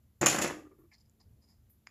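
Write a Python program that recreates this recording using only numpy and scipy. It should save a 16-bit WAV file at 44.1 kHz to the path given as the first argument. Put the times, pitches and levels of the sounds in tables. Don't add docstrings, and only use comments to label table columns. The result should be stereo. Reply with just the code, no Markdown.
import sys
import numpy as np
from scipy import signal
from scipy.fft import rfft, irfft, next_fast_len
from scipy.io import wavfile
from scipy.ndimage import uniform_filter1d, map_coordinates

SR = 44100
rng = np.random.default_rng(int(sys.argv[2]) if len(sys.argv) > 2 else 0)


def field_ratio(decibels):
    return 10 ** (np.asarray(decibels, dtype=float) / 20)


def generate_wav(sig):
    pcm = np.round(np.clip(np.atleast_2d(sig).T, -1, 1) * 32767).astype(np.int16)
    wavfile.write(sys.argv[1], SR, pcm)


N = 83790
CLACK_RISE_S = 0.0003


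def unit(x):
    return x / np.sqrt(np.mean(x ** 2) + 1e-30)


def along(points, hz):
    f, v = np.transpose(points)
    return np.interp(np.log(hz + 1), np.log(f + 1), v)


def curves(rows):
    s, *columns = np.transpose(rows)
    return [np.interp(np.arange(N) / SR, s, c) for c in columns]


def filtered(x, response):
    m = next_fast_len(N + SR // 2)
    return irfft(rfft(x, m) * response(np.fft.rfftfreq(m, 1 / SR)), m)[..., :N]


def coloured(x, spectrum):
    return unit(filtered(x, lambda hz: field_ratio(along(spectrum, hz))))


def causal(x, spectrum):
    size = 2048
    level_db = np.maximum(along(spectrum, np.fft.rfftfreq(size, 1 / SR)), -70)
    cepstrum = irfft(np.log(field_ratio(level_db)))
    cepstrum[1:size // 2] *= 2
    cepstrum[size // 2 + 1:] = 0
    pulse = irfft(np.exp(rfft(cepstrum)))
    return signal.fftconvolve(x, pulse[None] / np.linalg.norm(pulse), axes=1)[:, :N]


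def pair(alike, shape=1):
    turn = lambda hz: np.arccos(np.clip(along(alike, hz), -1, 1)) / 2
    split = lambda hz: np.array([np.cos(turn(hz)), np.sin(turn(hz))])
    mid, side = filtered(shape * rng.standard_normal((2, N)), split)
    return np.array([mid + side, mid - side])


def grains(rate, spread_db):
    touches = (rng.random(N) < rate / SR) * rng.choice([-1, 1], N)
    return unit(touches * field_ratio(spread_db * rng.standard_normal(N)))


def swell(s, rise, hold, fade):
    t = np.arange(N) / SR - s
    return np.clip(t / rise, 0, 1) * field_ratio(-60 * np.clip(t - hold, 0, 9) / fade)


def wander(rate):
    return map_coordinates(rng.standard_normal(int(N * rate / SR) + 4), [np.arange(N) / SR * rate])


def resonate(x, modes):
    def response(f):
        total = 0
        for k, (c, w, db) in enumerate(modes):
            total = total + (-1) ** k * field_ratio(db) * 1j * f * w / (c * c - f * f + 1j * f * w)
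        return total
    return filtered(x, response)


# (frequency [Hz], likeness [0-1])
ROOM_ALIKE = [(30, .75), (70, 0.8), (200, 1), (400, 0.38), (800, 0.067), (8000, 0.059)]
# (frequency [Hz], time to fall 60 dB [s])
ROOM_FADE = [(100, 0.27), (300, 0.43), (1200, 0.31), (3000, 0.3), (7000, 0.31), (13000, 0.3)]


def room(x):
    hz, t, z = signal.stft(pair(ROOM_ALIKE)[:, :SR * 3 // 4], SR, nperseg=256)
    tail = signal.istft(z * field_ratio(-60 * t / along(ROOM_FADE, hz)[:, None]), SR, nperseg=256)[1]
    late = np.pad(x.mean(0), (150, 0))[None]
    return signal.fftconvolve(late, tail / np.linalg.norm(tail[0]), axes=1)[:, :N]


# (time [s], peak level [dB], thump over crack [dB], length [s], rim ring [dB])
CLACKS = [(0.2125, -33, 1.5, .0035, 6.5), (0.2201, -33, -5, .003, 2.5), (0.2269, -38, 3.5, .003, 2),
          (0.231, -42, 9.5, .006, -7), (0.2364, -37, 2, .004, 5), (0.2417, -41, 7, .005, 0),
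          (0.26, -19.5, -3.5, 0.0026, 8), (0.2629, -26.5, 0, 0.0023, -2), (.2650, -22.5, -7.5, .0035, 5.5),
          (0.2673, -19.5, -8, 0.0011, -2.5), (0.269, -28.5, -3.5, .004, 0.5),
          (0.278, -32.5, -6, .004, -5.5), (.2829, -29.5, -7, .004, 2.5), (0.287, -28.5, -4, .003, 0.5),
          (0.2973, -29.5, -7, .008, -2.5), (.3120, -32.5, -4, .004, -1.5), (0.318, -34.5, 3.5, .003, 1),
          (0.325, -36.5, 1, .006, -3), (0.345, -36, 2.5, .006, -7.5), (.362, -36.5, -1, .004, -11.5),
          (0.3851, -33, 0, .0068, -3), (.4140, -35, -6.5, .003, 2), (0.4177, -27, -6, .006, -9.5),
          (0.43, -39, 0, .005, 14), (0.438, -34, -2.5, .004, -9), (.444, -37.5, 5.5, .0054, -21),
          (0.465, -41, 3, .004, 2), (0.476, -40.5, -3.5, .006, -3.5)]
FIRST_S = CLACKS[0][0]


def clacks(thump=0, rim=0, rise=CLACK_RISE_S, fade=3):
    return sum(field_ratio(db + thump * low + rim * ring) * swell(s, rise, length, fade * length)
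               for s, db, low, length, ring in CLACKS)


def hard_contacts():
    hits = np.zeros((1, N))
    for s, db, *_ in CLACKS:
        hits[0, round(s * SR)] = field_ratio(db + 12)
    return hits


# (frequency [Hz], likeness [0-1])
CLATTER_ALIKE = [(100, 0.97), (350, 0.96), (700, 0.59), (1500, 0.8843), (8000, .35)]


def clatter(loudness):
    return pair(CLATTER_ALIKE, loudness) * (np.arange(N) / SR > FIRST_S)


# (time [s], crack level [dB], thump level [dB])
RATTLE = [
    (.2125, -60, -57),
    (.214, -45, -34),
    (.255, -51.5, -38),
    (.27, -39.5, -39.5),
    (.33, -37, -37.5),
    (.41, -48, -36.5),
    (.43, -35.5, -40.5),
    (.5, -52, -39.5),
    (.57, -77, -63.5),
]


def rattle(column):
    t = np.arange(N) / SR
    on = (t > FIRST_S) & (t < RATTLE[-1][0])
    contacts = grains(1100, 5)
    ragged = np.sqrt(np.abs(uniform_filter1d(contacts ** 2, size=41)))
    return field_ratio(curves(RATTLE)[column]) * on * ragged


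# (frequency [Hz], level [dB per Hz])
CRACK = [(1500, -40), (2500, -2), (3900, -9.5), (5600, -6.5), (7000, -5), (10000, -8.5), (12500, -16),
         (15500, -22.5)]


def cracks(hits):
    return causal(clatter(rattle(0) + clacks()) + hits, CRACK)


# (frequency [Hz], level [dB per Hz])
THUMP = [(40, -30), (70, -16), (135, -7), (200, -4.5), (310, -3), (680, -3.5), (1000, -7.5), (2000, -7),
         (4500, -32)]
# (frequency [Hz], level [dB], time to fall 60 dB [s])
TABLE = [(240, -15.5, 0.22), (244, -11, 0.89), (309, -8.5, 1), (444, -12, .3), (690, -17.5, 0.18),
         (730, -15.5, 0.24), (855, -22, 0.65), (1940, -18.5, 0.2)]


def thumps_and_table():
    push = clatter(rattle(1) + clacks(thump=1, rise=0.0005, fade=4))
    rings = [(hz, np.log(1000) / np.pi / t60, db + 10 * np.log10(t60 * 1000)) for hz, db, t60 in TABLE]
    return causal(push, THUMP) + field_ratio(-10.5) * resonate(push.mean(0), rings)


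# (frequency [Hz], width [Hz], level [dB])
RIM = [(6770, 510, 2), (7190, 520, -0.5)]


def rims(hits):
    rim_gain = field_ratio(9.5)
    return resonate(clatter(rim_gain * clacks(rim=1)) + rim_gain * hits, RIM)


# (time [s], level [dB])
ROCKING = [
    (.587, -56.5),
    (.648, -57.5),
    (.710, -59),
    (.778, -66),
    (0.799, -69.5),
    (.832, -67.5),
]
# (frequency [Hz], width [Hz], level [dB])
ROCK_MODES = [(369, 108, 2), (1124, 157, -1), (1185, 138, 0), (1380, 93, -7), (1717, 180, -10),
              (2290, 240, -12)]


def rocking():
    taps = sum(field_ratio(db) * swell(s, 0.0031, 0.014, 0.084) for s, db in ROCKING)
    return resonate(resonate(10 * taps * rng.standard_normal(N), ROCK_MODES), ROCK_MODES)


# (frequency [Hz], left over right [dB])
PILE_PAN = [(100, 1), (700, -0.1), (2400, 3.5), (5000, 1.65), (9000, -2), (13000, 1)]


def tumble():
    hits = hard_contacts()
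    dry = cracks(hits) + thumps_and_table() + rims(hits)
    place = lambda hz: field_ratio(np.outer([0.5, -0.5], along(PILE_PAN, hz)))
    placed = filtered(dry + field_ratio(-4) * room(dry), place)
    return placed * (np.arange(N) / SR > FIRST_S - CLACK_RISE_S) + rocking()


# (time [s], frequency [Hz], level
# [dB], time to fall 60 dB [s])
BLOWS = [(0.21, 133.5, -32.5, 0.41), (0.25, 137, -36.5, .2), (.214, 702, -29.5, 0.1),
         (.259, 690, -33, 0.19), (0.27, 1256, -27, 0.078), (.38, 308, -35, 0.51), (0.429, 350.5, -34, 0.41),
         (.214, 350, -33, 0.18), (.214, 345, -36, .15), (.5, 306, -46, 0.62), (.6, 308, -50, .5),
         (.214, 262, -32, .15), (.214, 165, -36, .15), (.59, 1180, -55, .12), (.65, 1210, -58, 0.13),
         (.712, 1200, -60, 0.12), (.71, 390, -56, 0.19), (.79, 320, -61, 0.26), (.835, 345, -62, 0.19),
         (.38, 262, -39.5, 0.53), (0.48, 2010, -41, 0.14)]


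def blows():
    t = np.arange(N) / SR
    total = 0
    for s, hz, db, t60 in BLOWS:
        strength = field_ratio(db + 2 * wander(18)) * swell(s, 0.0032, 0, t60)
        total = total + strength * np.sin(2 * np.pi * hz * (t - s) + 0.87 * wander(18))
    return total


# (time [s], length [s], level [dB], body mode [dB], middle modes [dB])
SCRAPES = [
    (0.91, 0.027, -72, 5, 15),
    (0.928, 0.026, -66, -9, -5),
    (0.978, 0.015, -71, -8, -23),
    (0.996, .024, -70, -10, -16),
    (1.045, 0.025, -78.5, -10, -7),
    (1.196, 0.027, -68, 2.5, -7),
    (1.41, 0.049, -71.5, -3, -11.5),
    (1.47, 0.068, -70.5, -2, -10),
]
# (frequency [Hz], width [Hz], level [dB])
CHIP = [(876, 333, -7), (1710, 150, -10), (2164, 400, -6), (4560, 990, -2), (4930, 364, -3.5),
        (7200, 730, -11), (9640, 490, -10)]


def scrapes():
    rub = 10 * grains(7400, 3)
    shapes = np.array([field_ratio(db) * swell(s, 0.35 * length, 0.62 * length, 3.15 * length)
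                       for s, length, db, *_ in SCRAPES])
    body, middle = field_ratio(np.array(SCRAPES)[:, 3:].T) @ shapes
    firm = field_ratio(2.5 * (np.array(SCRAPES)[:, 2] + 65)) @ shapes
    ring = lambda x, modes: 1.63 * resonate(resonate(x, modes), modes)
    chip = ring(rub * body, CHIP[:1]) + ring(rub * middle, CHIP[1:3])
    return chip + ring(rub * firm, CHIP[3:4]) + ring(rub * shapes.sum(0), CHIP[4:])


# (time [s], level [dB], fade [s])
BRUSHES = [
    (.782, -76, 0.12),
    (1.48, -79, 0.076),
    (1.694, -65.5, 0.065),
]
# (frequency [Hz], level [dB per Hz])
SKIN = [(5000, -120), (8000, -28), (11500, 0), (13500, -5), (15000, -8), (16000, -120)]


def brushes():
    strokes = sum(field_ratio(db) * swell(s, 0.006, 0.013, 3 * fade) for s, db, fade in BRUSHES)
    return coloured(pair([(1000, 0.37)]), SKIN) * strokes


# (time [s], level [dB])
TICKS = [
    (1.7005, -66),
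    (1.8673, -54.5),
    (1.8710, -33),
    (1.8728, -47.5),
    (1.8743, -47),
]
# (frequency [Hz], width [Hz], level [dB])
SNAP = [(860, 550, -10), (1703, 910, -5.5), (2240, 385, 0), (4996, 107, 1), (6870, 185, -6.5),
        (10070, 670, -18.5)]


def click():
    ticks = np.zeros(N)
    for s, db in TICKS:
        ticks[round(s * SR)] = field_ratio(db + 26.5)
    low_hz, top_hz = 550, 7240
    soften = lambda hz: (1j * hz / (low_hz + 1j * hz) / (1 + 1j * hz / top_hz)) ** 2
    damp_s, damp_fade_s = 1.8765, 0.012
    return resonate(filtered(ticks, soften), SNAP) * swell(0, CLACK_RISE_S, damp_s, damp_fade_s)


# (time [s], level [dB], frequency [Hz], width [Hz])
NAILS = [
    (1.097, -56.5, 7210, 1111),
    (1.7055, -65, 11900, 4000),
]


def nails():
    return sum(resonate(field_ratio(db + 20) * (np.arange(N) == round(s * SR)), [(hz, width, 0)])
               for s, db, hz, width in NAILS)


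def fingers():
    chip, skin, snap = scrapes(), brushes(), click() + nails()
    pan_db = 12.5
    pan = field_ratio([[pan_db / 2], [-pan_db / 2]])
    return pan * (chip + skin + snap) + room(pan * (field_ratio(-10) * (snap + skin) + field_ratio(-16) * chip))


# (time [s], level [dB])
HUM_LEVEL = [(0, -69.5), (.15, -70), (.45, -61), (.7, -73), (.85, -64.5), (.95, -76.5), (1.03, -64.5),
             (1.18, -75), (1.3, -59.5), (1.4, -66.5), (1.5, -72.5), (1.6, -66), (1.7, -68), (1.9, -73.5)]
# (frequency [Hz], level [dB per Hz])
HUM = [(15, -45.5), (25, -20.5), (76, -4.5), (128, -10.5), (150, -24.5), (260, -61), (400, -120)]
# (frequency [Hz], level [dB per Hz])
AIR = [(60, -120), (110, -12.5), (160, 0), (240, -6), (400, -10.5), (700, -18.5), (910, -50), (1540, -120)]
# (frequency [Hz], level [dB])
MOTOR = [(119.5, -78.5), (222, -78.5)]
# (frequency [Hz], level [dB per Hz])
HISS = [(300, -29.5), (500, -3), (800, -1), (2000, -6), (5700, -8.5), (9000, -3.5), (13500, -3),
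        (16000, -7.5)]


def background():
    level_db, = curves(HUM_LEVEL)
    t = np.arange(N) / SR
    hum = coloured(pair(ROOM_ALIKE), HUM) * field_ratio(level_db + 3 + 1.5 * wander(6))
    air = coloured(pair(ROOM_ALIKE), AIR) * field_ratio(-77 + 2.6 * wander(4.3))
    motor = sum(field_ratio(db + 2.5 + 0.45 * wander(1.1)) * np.sin(2 * np.pi * hz * t + 0.41 * wander(18))
                for hz, db in MOTOR)
    hiss = field_ratio(-76) * coloured(rng.standard_normal((2, N)), HISS)
    return hum + air + motor + hiss


def scene():
    both = tumble() + blows() + fingers() + background()
    lag_s = 0.00013
    return filtered(both, lambda hz: np.exp(1j * np.pi * hz * lag_s * np.array([[1], [-1]])))


# (start [s], end [s], low edge [Hz], high edge [Hz])
TREBLE_BANDS = [(.222, .256, 8000, 14000), (.3, .35, 13000, 14200), (.365, .405, 13200, 17000),
                (.445, .55, 12700, 17000), (.55, .585, 13200, 17000), (.28, .4, 8300, 8900),
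                (.44, .64, 8300, 8900), (.211, .217, 15000, 16000), (.2575, .263, 15000, 16600),
                (.414, .424, 15000, 15600), (.92, .99, 8100, 9000)]
TREBLE_BANDS_DB = [-8.5, -17, -26, -48, -28.5, -11.5, -23, 19, 32, 25, -15]


def treble_changes(x):
    hz, t, z = signal.stft(x, SR, nperseg=256)
    change_db = 0
    for (start, end, low, high), db in zip(TREBLE_BANDS, TREBLE_BANDS_DB):
        change_db = change_db + db * np.outer((hz > low) & (hz < high), (t > start) & (t < end))
    return signal.istft(z * field_ratio(change_db), SR, nperseg=256)[1][:, :N]


def top_cut(x):
    return signal.sosfilt(signal.butter(12, 16640, fs=SR, output="sos"), x)


def record(dry):
    peak = lambda f, c, w: 1j * f * w / (c * c - f * f + 1j * f * w)
    port = lambda f: 1 + field_ratio(3) * peak(f, 7175, 120)
    notch = lambda f: 1 - 0.75 * peak(f, 8604, 2500)
    edge = lambda f: 1 / (1 + (f / 14750) ** 160) + field_ratio(-55)
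    heard = filtered(dry, lambda f: port(f) * notch(f) * edge(f))
    return top_cut(treble_changes(heard))


dry = scene()
out = record(dry)
generate_wav(out)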